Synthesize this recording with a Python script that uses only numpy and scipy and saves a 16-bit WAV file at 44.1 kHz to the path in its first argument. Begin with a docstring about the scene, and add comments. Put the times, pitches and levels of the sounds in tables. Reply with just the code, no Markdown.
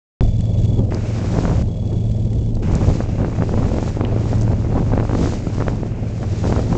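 """On the deck of a boat at sea: wind buffets the bare microphone of a small camera over the drone of engines.
After a short silence the sound cuts in with a thump, and the lens motor whines in quick steps until 0.8 s.
The camera dulls the middle and treble until 0.9 s, then hull wash and the far sea hiss clearly until 1.6 s.
The lens whines again from 1.7 to 2.5 s, and the sound is dull from 1.6 to 2.6 s; after that it stays clear.
Shaped noise makes wind, water and spray, sines make engines and lens; wind pops crowd in from 3 s on."""
import sys
import numpy as np
from scipy import signal
from scipy.fft import rfft, irfft, next_fast_len
from scipy.io import wavfile
from scipy.ndimage import uniform_filter1d

SR = 44100
rng = np.random.default_rng(int(sys.argv[2]) if len(sys.argv) > 2 else 0)


def volts_from_decibels(level):
    """Turn decibel levels (scalar or array-like) into linear amplitude factors."""
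    exponent = np.asarray(level, float) / 20
    return 10 ** exponent


def unload_audio(sound):
    """Save the sound as a 16-bit wav file, at the path given as the first command line argument."""
    columns = np.transpose(np.atleast_2d(sound))
    # keep every value between -1 and 1, then stretch to whole-number steps
    steps = np.round(np.clip(columns, -1, 1) * 32767)
    wavfile.write(sys.argv[1], SR, steps.astype(np.int16))


N = 298768
T = np.arange(N) / SR  # time of every sample [s]


def unit(x):
    """Scale a sound so that its average strength (rms) is 1."""
    return x / np.sqrt(np.mean(x ** 2))


def shaped(x, gain):
    """Filter a sound by a gain given as a function of frequency."""
    size = next_fast_len(N)
    hz = np.fft.rfftfreq(size, 1 / SR) + 1  # the 1 avoids the logarithm of zero
    return irfft(rfft(x, size) * gain(hz), size)[:N]


def colour(points):
    """Noise of rms 1 that follows a (frequency, level) curve and fades quickly below its first point."""
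    hz, db = np.transpose(points)

    def gain(f):
        curve_db = np.interp(np.log(f), np.log(hz), db)
        return volts_from_decibels(curve_db) * np.minimum(f / hz[0], 1) ** 4

    return unit(shaped(rng.standard_normal(N), gain))


def walk(rate):
    """A random wavering of rms 1: a new level `rate` times a second, smoothed twice."""
    hold = int(SR / rate)
    steps = np.repeat(rng.standard_normal(N // hold + 1), hold)
    smooth = uniform_filter1d(uniform_filter1d(steps, hold), hold)
    return unit(smooth[:N])


def add(out, at_s, grain):
    """Mix a short sound into a longer one at a given time."""
    i = int(at_s * SR)
    out[i:i + len(grain)] += grain[:max(N - i, 0)]


# gusts on top of the breeze: (start [s], length [s], buffet level [dB])
GUSTS = [(0.202, 0.023, -20), (0.768, 0.043, -21.5), (1.353, 0.029, -19.5), (1.431, 0.098, -27.5),
         (1.911, 0.032, -21), (2.62, 0.14, -25.5), (2.87, 0.053, -25.5), (2.989, 0.015, -24),
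         (3.177, 0.1, -21), (3.371, 0.058, -25), (3.502, 0.25, -22.5), (3.87, 0.057, -28),
         (3.953, 0.025, -27.5), (4.274, 0.16, -28.5), (4.493, 0.023, -22.5), (4.715, 0.088, -19),
         (4.894, 0.15, -23.5), (5.089, 0.2, -22.5), (5.58, 0.016, -26), (5.661, 0.088, -25.5),
         (6.209, 0.027, -25), (6.429, 0.17, -22), (6.717, 0.15, -20)]


def gusts():
    """Power of the gusts: each rises quickly, holds, then dies away shortly."""
    rise_s, fall_s = 0.0088, 0.014
    power = 0
    for start_s, length_s, db in GUSTS:
        rise = np.clip((T - start_s) / rise_s, 0, 1)
        fall = np.exp(-np.clip(T - start_s - length_s, 0, None) / fall_s)
        power = power + volts_from_decibels(2 * db) * rise * fall
    return power


# the breeze between gusts: (time [s], rumble level [dB], buffet level [dB])
BREEZE = [(0.22, -18, -43.5), (0.401, -24, -30.5), (0.85, -23.5, -26), (1.16, -32, -26),
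          (1.5, -20.5, -23.5), (1.769, -29, -27.5), (2.1, -25, -30.5), (2.9, -18, -23.5), (3.099, -26, -27),
          (3.601, -25, -26), (4.1, -28.5, -25.5), (4.7, -22, -25), (5.3, -27, -28), (5.5, -28, -27),
          (5.749, -28.5, -31.5), (6.1, -32, -29), (6.4, -28, -28), (6.77, -23.5, -24.5)]


def wind_strength():
    """Levels in dB of rumble and buffet: gust power adds to the breeze and lifts the rumble by half as many dB."""
    s, *columns = np.transpose(BREEZE)
    rumble_db, breeze_db = (np.interp(T, s, column) for column in columns)
    buffet_db = 10 * np.log10(volts_from_decibels(2 * breeze_db) + gusts())
    return rumble_db + 0.5 * (buffet_db - breeze_db), buffet_db


# the three parts of the wind, rumble, buffet and rasp: centre [Hz] and width [Hz] of each
WIND_AT_HZ = [50, 420, 1300]
WIND_WIDTH_HZ = [55, 460, 1000]


def wind(rumble_db, buffet_db, rasp_db, dulled):
    """Eddies on the membrane: noise bands half an octave apart share one quick flutter, the high ones most."""
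    # less flutter while the sound is dulled
    flutter = unit(walk(60) + 1.8 * walk(170)) * np.where(dulled, 0.73, 1)
    levels = zip((rumble_db, buffet_db, rasp_db), WIND_WIDTH_HZ)
    per_hz = [db - 10 * np.log10(width) for db, width in levels]
    bend_at_hz = [22, 50, 150, 420, 750, 1300, 2000, 3600]
    bend_curve_db = [2.5, 3.0, 4.0, -3.5, -2.0, -8.5, -24.0, -19.0]
    out = 0
    for hz in 22 * 2 ** np.arange(0, 7.6, .5):
        band = unit(shaped(rng.standard_normal(N), lambda f: np.exp(-(np.log2(f / hz) / 0.43) ** 2)))
        # blend the levels of the two nearest parts of the wind
        place = np.interp(np.log(hz), np.log(WIND_AT_HZ), [0, 1, 2])
        low = min(int(place), 1)
        db = per_hz[low] + (place - low) * (per_hz[low + 1] - per_hz[low])
        bend_db = np.interp(np.log(hz), np.log(bend_at_hz), bend_curve_db)
        depth_db = np.interp(np.log(hz), np.log([40, 250, 1000]), [1.1, 3.1, 4.5])
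        # a steady part under the jerks: the air never rests
        jerk = unit(0.17 + volts_from_decibels(depth_db * (flutter + 0.24 * walk(30))))
        # higher bands are wider, so they hold more sound
        out = out + band * jerk * volts_from_decibels(db + bend_db) * np.sqrt(0.27 * hz)
    return out


def flaps(rasp_db, dulled):
    """Small eddies slap the membrane in ragged clusters: pointed swings, mostly forward and weak, some strong."""
    t = np.arange(-300, 301) / SR
    cluster = volts_from_decibels(3.5 * walk(25))
    out = 0
    for width_s, db in [(.00025, 1.7), (.00045, 8.2), (.0009, 13)]:
        chance = rng.random((3, N))
        happens = chance[0] < 110 * cluster / SR
        direction = np.sign(chance[1] - .15)
        strength = volts_from_decibels(-3.5 * np.log(chance[2] + .02))
        slaps = happens * direction * strength
        shape = 1 / (1 + (t / width_s) ** 2) ** 2 - np.exp(-(t / (4 * width_s)) ** 2) / 5
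        out = out + volts_from_decibels(db) * unit(signal.fftconvolve(slaps, shape, "same"))
    return out * volts_from_decibels(rasp_db - 8.0 * dulled)


# sudden gust pops on the membrane: (time [s], level [dB], extra level of the dull knock [dB])
POPS = [(0.9217, -24, 4), (1.2136, -29, 4), (1.2436, -28.5, -1), (1.3872, -22.5, 12.5), (1.4528, -20, -2),
        (1.479, -25.5, 7.5), (1.5127, -29.5, 9.5), (2.5691, -35, 16), (2.8838, -24.5, -8),
        (3.0046, -22, 8.5), (3.1818, -29.5, 0.5), (3.246, -22.5, 3.5), (3.3867, -26, 0.5),
        (3.4219, -20.5, 9), (3.4345, -26, 9), (3.492, -23.5, -6.5), (3.5399, -24.5, 10.5),
        (3.575, -31.5, 0.5), (3.6293, -24, 7), (3.7413, -30, 12.5), (3.7842, -21, -9.5),
        (3.827, -23.5, 6.5), (3.8775, -25.5, 7), (3.97, -29.5, 18.5), (4.0094, -19.5, 2.5),
        (4.163, -27.5, 16.5), (4.3298, -23, 0.5), (4.4781, -25, 4.5), (4.532, -26.5, 4), (4.647, -23.5, -2),
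        (4.727, -27.5, 6.5), (4.776, -24.5, 3), (4.919, -23.5, -5.5), (4.935, -22.5, 5),
        (4.9767, -19.5, 9.5), (4.999, -18, -6.5), (5.0075, -22.5, -5), (5.0325, -29.5, 11.5),
        (5.051, -26.5, -9.5), (5.0936, -25.5, -2.5), (5.1112, -21, -7), (5.132, -24, 4), (5.15, -20, -1.5),
        (5.154, -26, 1), (5.182, -27, -8.5), (5.2406, -25, 3), (5.258, -22.5, 3.5), (5.272, -26, 0),
        (5.297, -32, 4), (5.323, -26, 2), (5.3353, -26, 3), (5.4693, -24.5, -3.5), (5.5819, -25.5, -2.5),
        (5.6032, -20.5, -15), (5.6102, -25.5, 5.5), (5.6219, -22, -0.5), (5.6671, -26.5, 6.5),
        (5.6816, -17.5, -9.5), (5.8319, -25.5, 11.5), (6.2296, -26, -8.5), (6.4415, -25, 5),
        (6.453, -23.5, 1.5), (6.5242, -19, -1.5), (6.5622, -20.5, -3), (6.592, -23, 11), (6.727, -22.5, -5)]


def pops():
    """Each pop draws the membrane aside in a dull knock and snaps it across, with a few ms of crackle."""
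    pull_s, settle_s = 0.0014, .0008  # drawn back, then snapped forward to a point and dropped
    knock_s, crackle_s = 0.0005, 0.0017
    out, t = np.zeros(N), np.arange(int(-.008 * SR), int(.02 * SR)) / SR
    chance = rng.standard_normal((len(POPS), len(t)))
    crackle_band = signal.butter(3, [400, 1500], "band", fs=SR, output="sos")
    draw_aside = np.exp(-((t + knock_s) / knock_s) ** 2)
    swing_back = np.exp(-((t - 3 * knock_s) / (3 * knock_s)) ** 2) / 3
    knock = swing_back - draw_aside
    loudest_db = max(db for _, db, _ in POPS)
    for (s, db, knock_db), noise in zip(POPS, chance):
        crackle = unit(signal.sosfilt(crackle_band, noise)) * np.exp(-np.abs(t) / crackle_s)
        # weaker pops snap more slowly
        snap_s = 0.00013 * volts_from_decibels(0.47 * (loudest_db - db))
        swing = np.tanh(t / snap_s) * np.exp(-np.abs(t) / np.where(t < 0, pull_s, settle_s))
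        push = volts_from_decibels(12) * swing + volts_from_decibels(5 + knock_db) * knock
        add(out, s + .001 + t[0], volts_from_decibels(db) * (push + volts_from_decibels(-4) * crackle))
    return out


# exhaust and shaft tones: (frequency [Hz], level before the loudness changes [dB])
DRONE = [(45.5, -35), (90.9, -26.5), (111.4, -22), (167, -33.5), (206, -38), (223, -38.5)]
# the drone's loudness changes in steps and slow swells; only the rise and fall counts: (time [s], level [dB])
DRONE_LEVEL = [(0.21, -19), (0.83, -20), (0.9, -23), (2.35, -22), (2.46, -26), (4.26, -25), (4.41, -19.5),
               (4.7, -28.5), (4.95, -24), (5.3, -27), (6.77, -24)]
# tone colour of the engine-room roar: (frequency [Hz], level in each Hz [dB])
ROAR = [(150, 6), (300, -4), (600, 1), (800, -12.5), (1100, -27.5), (1600, -46.5)]


def engines():
    """Steady tones whose pitch and strength waver a little, over an even noisy roar."""
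    s, level_db = np.transpose(DRONE_LEVEL)
    speed = 1 + 0.0026 * walk(2.518)
    tones = 0
    for hz, db in DRONE:
        turns = np.cumsum(hz * speed * (1 + 0.0015 * walk(6))) / SR + rng.random()
        tones = tones + volts_from_decibels(db + 1.5 * walk(5)) * np.sin(2 * np.pi * turns)
    roar = colour(ROAR) * volts_from_decibels(-39 + 3.4 * walk(90))
    loudness = volts_from_decibels(np.interp(T, s, level_db) - np.mean(level_db))
    return (np.sqrt(2) * tones + roar) * loudness


# the two runs of the lens motor, each: (time [s], pitch of the third overtone [Hz], level [dB])
LENS = [
    [(.22, 3470, -43), (.3, 3455, -46), (.55, 3410, -45), (.795, 3390, -43.5)],
    [(1.685, 3325, -50), (1.8, 3365, -46.5), (2.0, 3395, -47), (2.1, 3410, -50), (2.51, 3420, -54)],
]
# first step of each run: (time [s])
LENS_FIRST_STEP_S = [.2218, 1.688]
# overtones of the whine: (multiple of the coil pitch, level [dB])
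LENS_TONES = [(2, -12), (3, 0), (4, -10), (6, -13)]
LENS_STEPS_PER_S = 37.4


def lens():
    """A stepping motor: overtones of its coil whine, strong in the first part of every step."""
    out = 0
    for run, first_s in zip(LENS, LENS_FIRST_STEP_S):
        s, hz, db = np.transpose(run)
        turn = np.cumsum(np.interp(T, s, hz) / 3 * (1 + .001 * walk(150))) / SR
        step = (T - first_s) * LENS_STEPS_PER_S % 1
        pulse = .15 + (step < .35) * np.exp(-step / .9)
        running = (T > first_s) * (T < s[-1])
        gate = uniform_filter1d(pulse * running, size=110)
        whine = sum(volts_from_decibels(d) * np.sin(2 * np.pi * round(k) * turn) for k, d in LENS_TONES)
        out = out + whine * gate * volts_from_decibels(np.interp(T, s, db) + .6 * walk(37))
    return out


# drops of spray that hit near the microphone: (time [s], level [dB], centre [Hz], width [octaves])
SPRAY = [(0.4085, -29, 3560, 1.8), (0.658, -31, 3650, 1.7), (0.946, -23.5, 5100, 0.77),
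         (1.875, -34.5, 4470, 1.5), (1.93, -36.5, 3530, 1.9), (2.332, -31, 3520, 2.2),
         (2.5528, -32, 5060, 0.99), (2.7525, -18.5, 6000, 0.73), (4.05, -19.5, 2570, 0.84),
         (4.383, -33.5, 5740, 1), (4.4118, -22.5, 5700, 0.49), (4.419, -25.5, 6130, 0.99),
         (4.432, -31, 5780, 0.92), (6.179, -36, 6570, 0.73)]


def spray():
    """A drop bursts: a few ms of bright noise around its own centre frequency."""
    out, u = np.zeros(N), np.arange(int(0.049 * SR)) / SR
    noise = rng.standard_normal((len(SPRAY), len(u)))
    burst = np.minimum(u / 0.00072, 1) * np.exp(-u / 0.0019)
    for (s, db, hz, octaves), hiss in zip(SPRAY, noise):
        edges_hz = [hz / 2 ** (octaves / 2), hz * 2 ** (octaves / 2)]
        band = signal.butter(2, edges_hz, "band", fs=SR, output="sos")
        add(out, s - .001, volts_from_decibels(db - 2.5) * unit(signal.sosfilt(band, hiss)) * burst)
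    return out


# wash surging with the waves while the sound is clear: (time [s], level before a fixed lift [dB])
WASH = [(0.9, -50.5), (1.41, -43), (1.63, -47.5), (2.62, -51), (2.93, -42.5), (3.06, -52.5), (3.55, -48.5),
        (3.87, -45), (4.05, -56), (4.3, -45.5), (4.5, -52), (5.1, -50), (5.24, -38.5), (5.43, -49),
        (5.59, -46), (5.95, -57), (6.5, -42.5), (6.77, -46)]


def wash_level(dulled, hush_db):
    """Level of the wash in dB: it surges while the sound is clear and stays low while it is dulled."""
    return np.where(dulled, -59 + hush_db, np.interp(T, *np.transpose(WASH)))


# tone colour of the wash, clear and dulled: (frequency [Hz], level in each Hz [dB])
SEA_OPEN = [(900, -5.5), (1700, -1.5), (2300, -2), (3200, -4), (5000, -2.5), (7200, -3.5), (8200, -11.5),
            (9000, -29)]
SEA_DULLED = [(900, -8), (1500, -10), (2300, -6.5), (3200, -4), (5000, -7), (7200, -6.5), (8200, -11),
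              (9000, -43)]


def hull_wash(hiss_db, dulled, push):
    """Hiss along the hull, fizzing with tiny bubbles; when dulled it follows the big swings of the membrane."""
    fizz = unit(volts_from_decibels(0.9 * walk(60) + 0.97 * walk(500)))
    ride = unit(.9 + uniform_filter1d(np.abs(push), size=60) ** 1.4)
    # in the second dulled stretch the hiss throbs at the pace of the lens steps
    steps = np.cos(2 * np.pi * (T - LENS_FIRST_STEP_S[1]) * LENS_STEPS_PER_S)
    throb = volts_from_decibels(1.3 * steps * (T > SWITCH_S[1]))
    dull_wash = colour(SEA_DULLED) * throb * ride * volts_from_decibels(8.0)
    clear_wash = colour(SEA_OPEN) * volts_from_decibels(3.0)
    return np.where(dulled, dull_wash, clear_wash) * fizz * volts_from_decibels(hiss_db)


# tone colour of the open sea: (frequency [Hz], level in each Hz [dB])
FAR_SEA = [(1000, -10), (1450, -2), (1850, -6), (2250, -2), (2750, -5.5), (3100, -11.5), (5000, -32.5)]
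# loudness of the open sea: (time [s], level [dB])
FAR_SEA_LEVEL = [(.9, -46.5), (1.63, -47), (2.72, -44.5), (3.0, -49.5), (6.77, -51.5)]


def far_sea(dulled):
    """Countless distant wavelets: a smooth hiss, lost while the treble is dulled."""
    level_db = np.interp(T, *np.transpose(FAR_SEA_LEVEL)) + 1.0 * walk(7.3)
    return colour(FAR_SEA) * volts_from_decibels(level_db) * ~dulled


# the sound is dulled at first; at each of these it turns clear or dull in turn: (time [s])
SWITCH_S = [.906, 1.625, 2.624]


def dulling():
    """When the camera dulls the sound, and the further 3 dB drop from each lens stop until it clears."""
    dulled = np.searchsorted(SWITCH_S, T) % 2 == 0
    lens_stopped = sum((T > run[-1][0]) * (T < end) for run, end in zip(LENS, SWITCH_S[::2]))
    return dulled, -3 * dulled * lens_stopped


def scene():
    """Wind, engines, lens motor, spray and sea at one microphone."""
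    rumble_db, buffet_db = wind_strength()
    dulled, hush_db = dulling()
    # the rasp grows faster than the buffet
    rasp_db = -45 + 1.45 * (buffet_db + 25) - 7.5 * dulled + hush_db
    low = wind(rumble_db, buffet_db, rasp_db, dulled) + flaps(rasp_db, dulled) + pops() + engines()
    wash = hull_wash(wash_level(dulled, hush_db), dulled, unit(low))
    return (low + lens() + spray() + wash + far_sea(dulled))[None]


def top_cut(x):
    """Nothing passes above the cut-off."""
    return signal.sosfilt(signal.butter(12, 8920, fs=SR, output="sos"), x)


def record(dry):
    """The sound cuts in abruptly with a thump; the loudest swings are rounded, the top falls away above 8 kHz."""
    start_s, thump_s, rise_s = .2082, .0046, .0001
    # one smooth downward bump makes the thump of the abrupt start
    thump = -1.1 * np.exp(-((T - start_s - thump_s / 2) / (.5 * thump_s)) ** 2)
    fade_in = np.clip((T - start_s) / thump_s, 0, 1) ** 2
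    rounded = np.tanh(dry * fade_in + thump) / 1.11
    mix = rounded * np.clip((T - start_s) / rise_s, 0, 1)
    mix = signal.sosfilt(signal.butter(8, 8250, fs=SR, output="sos"), mix)
    mix = signal.sosfilt(signal.ellip(8, .2, 60, 8800, fs=SR, output="sos"), mix)
    return top_cut(mix)


dry = scene()
out = record(dry)
unload_audio(out)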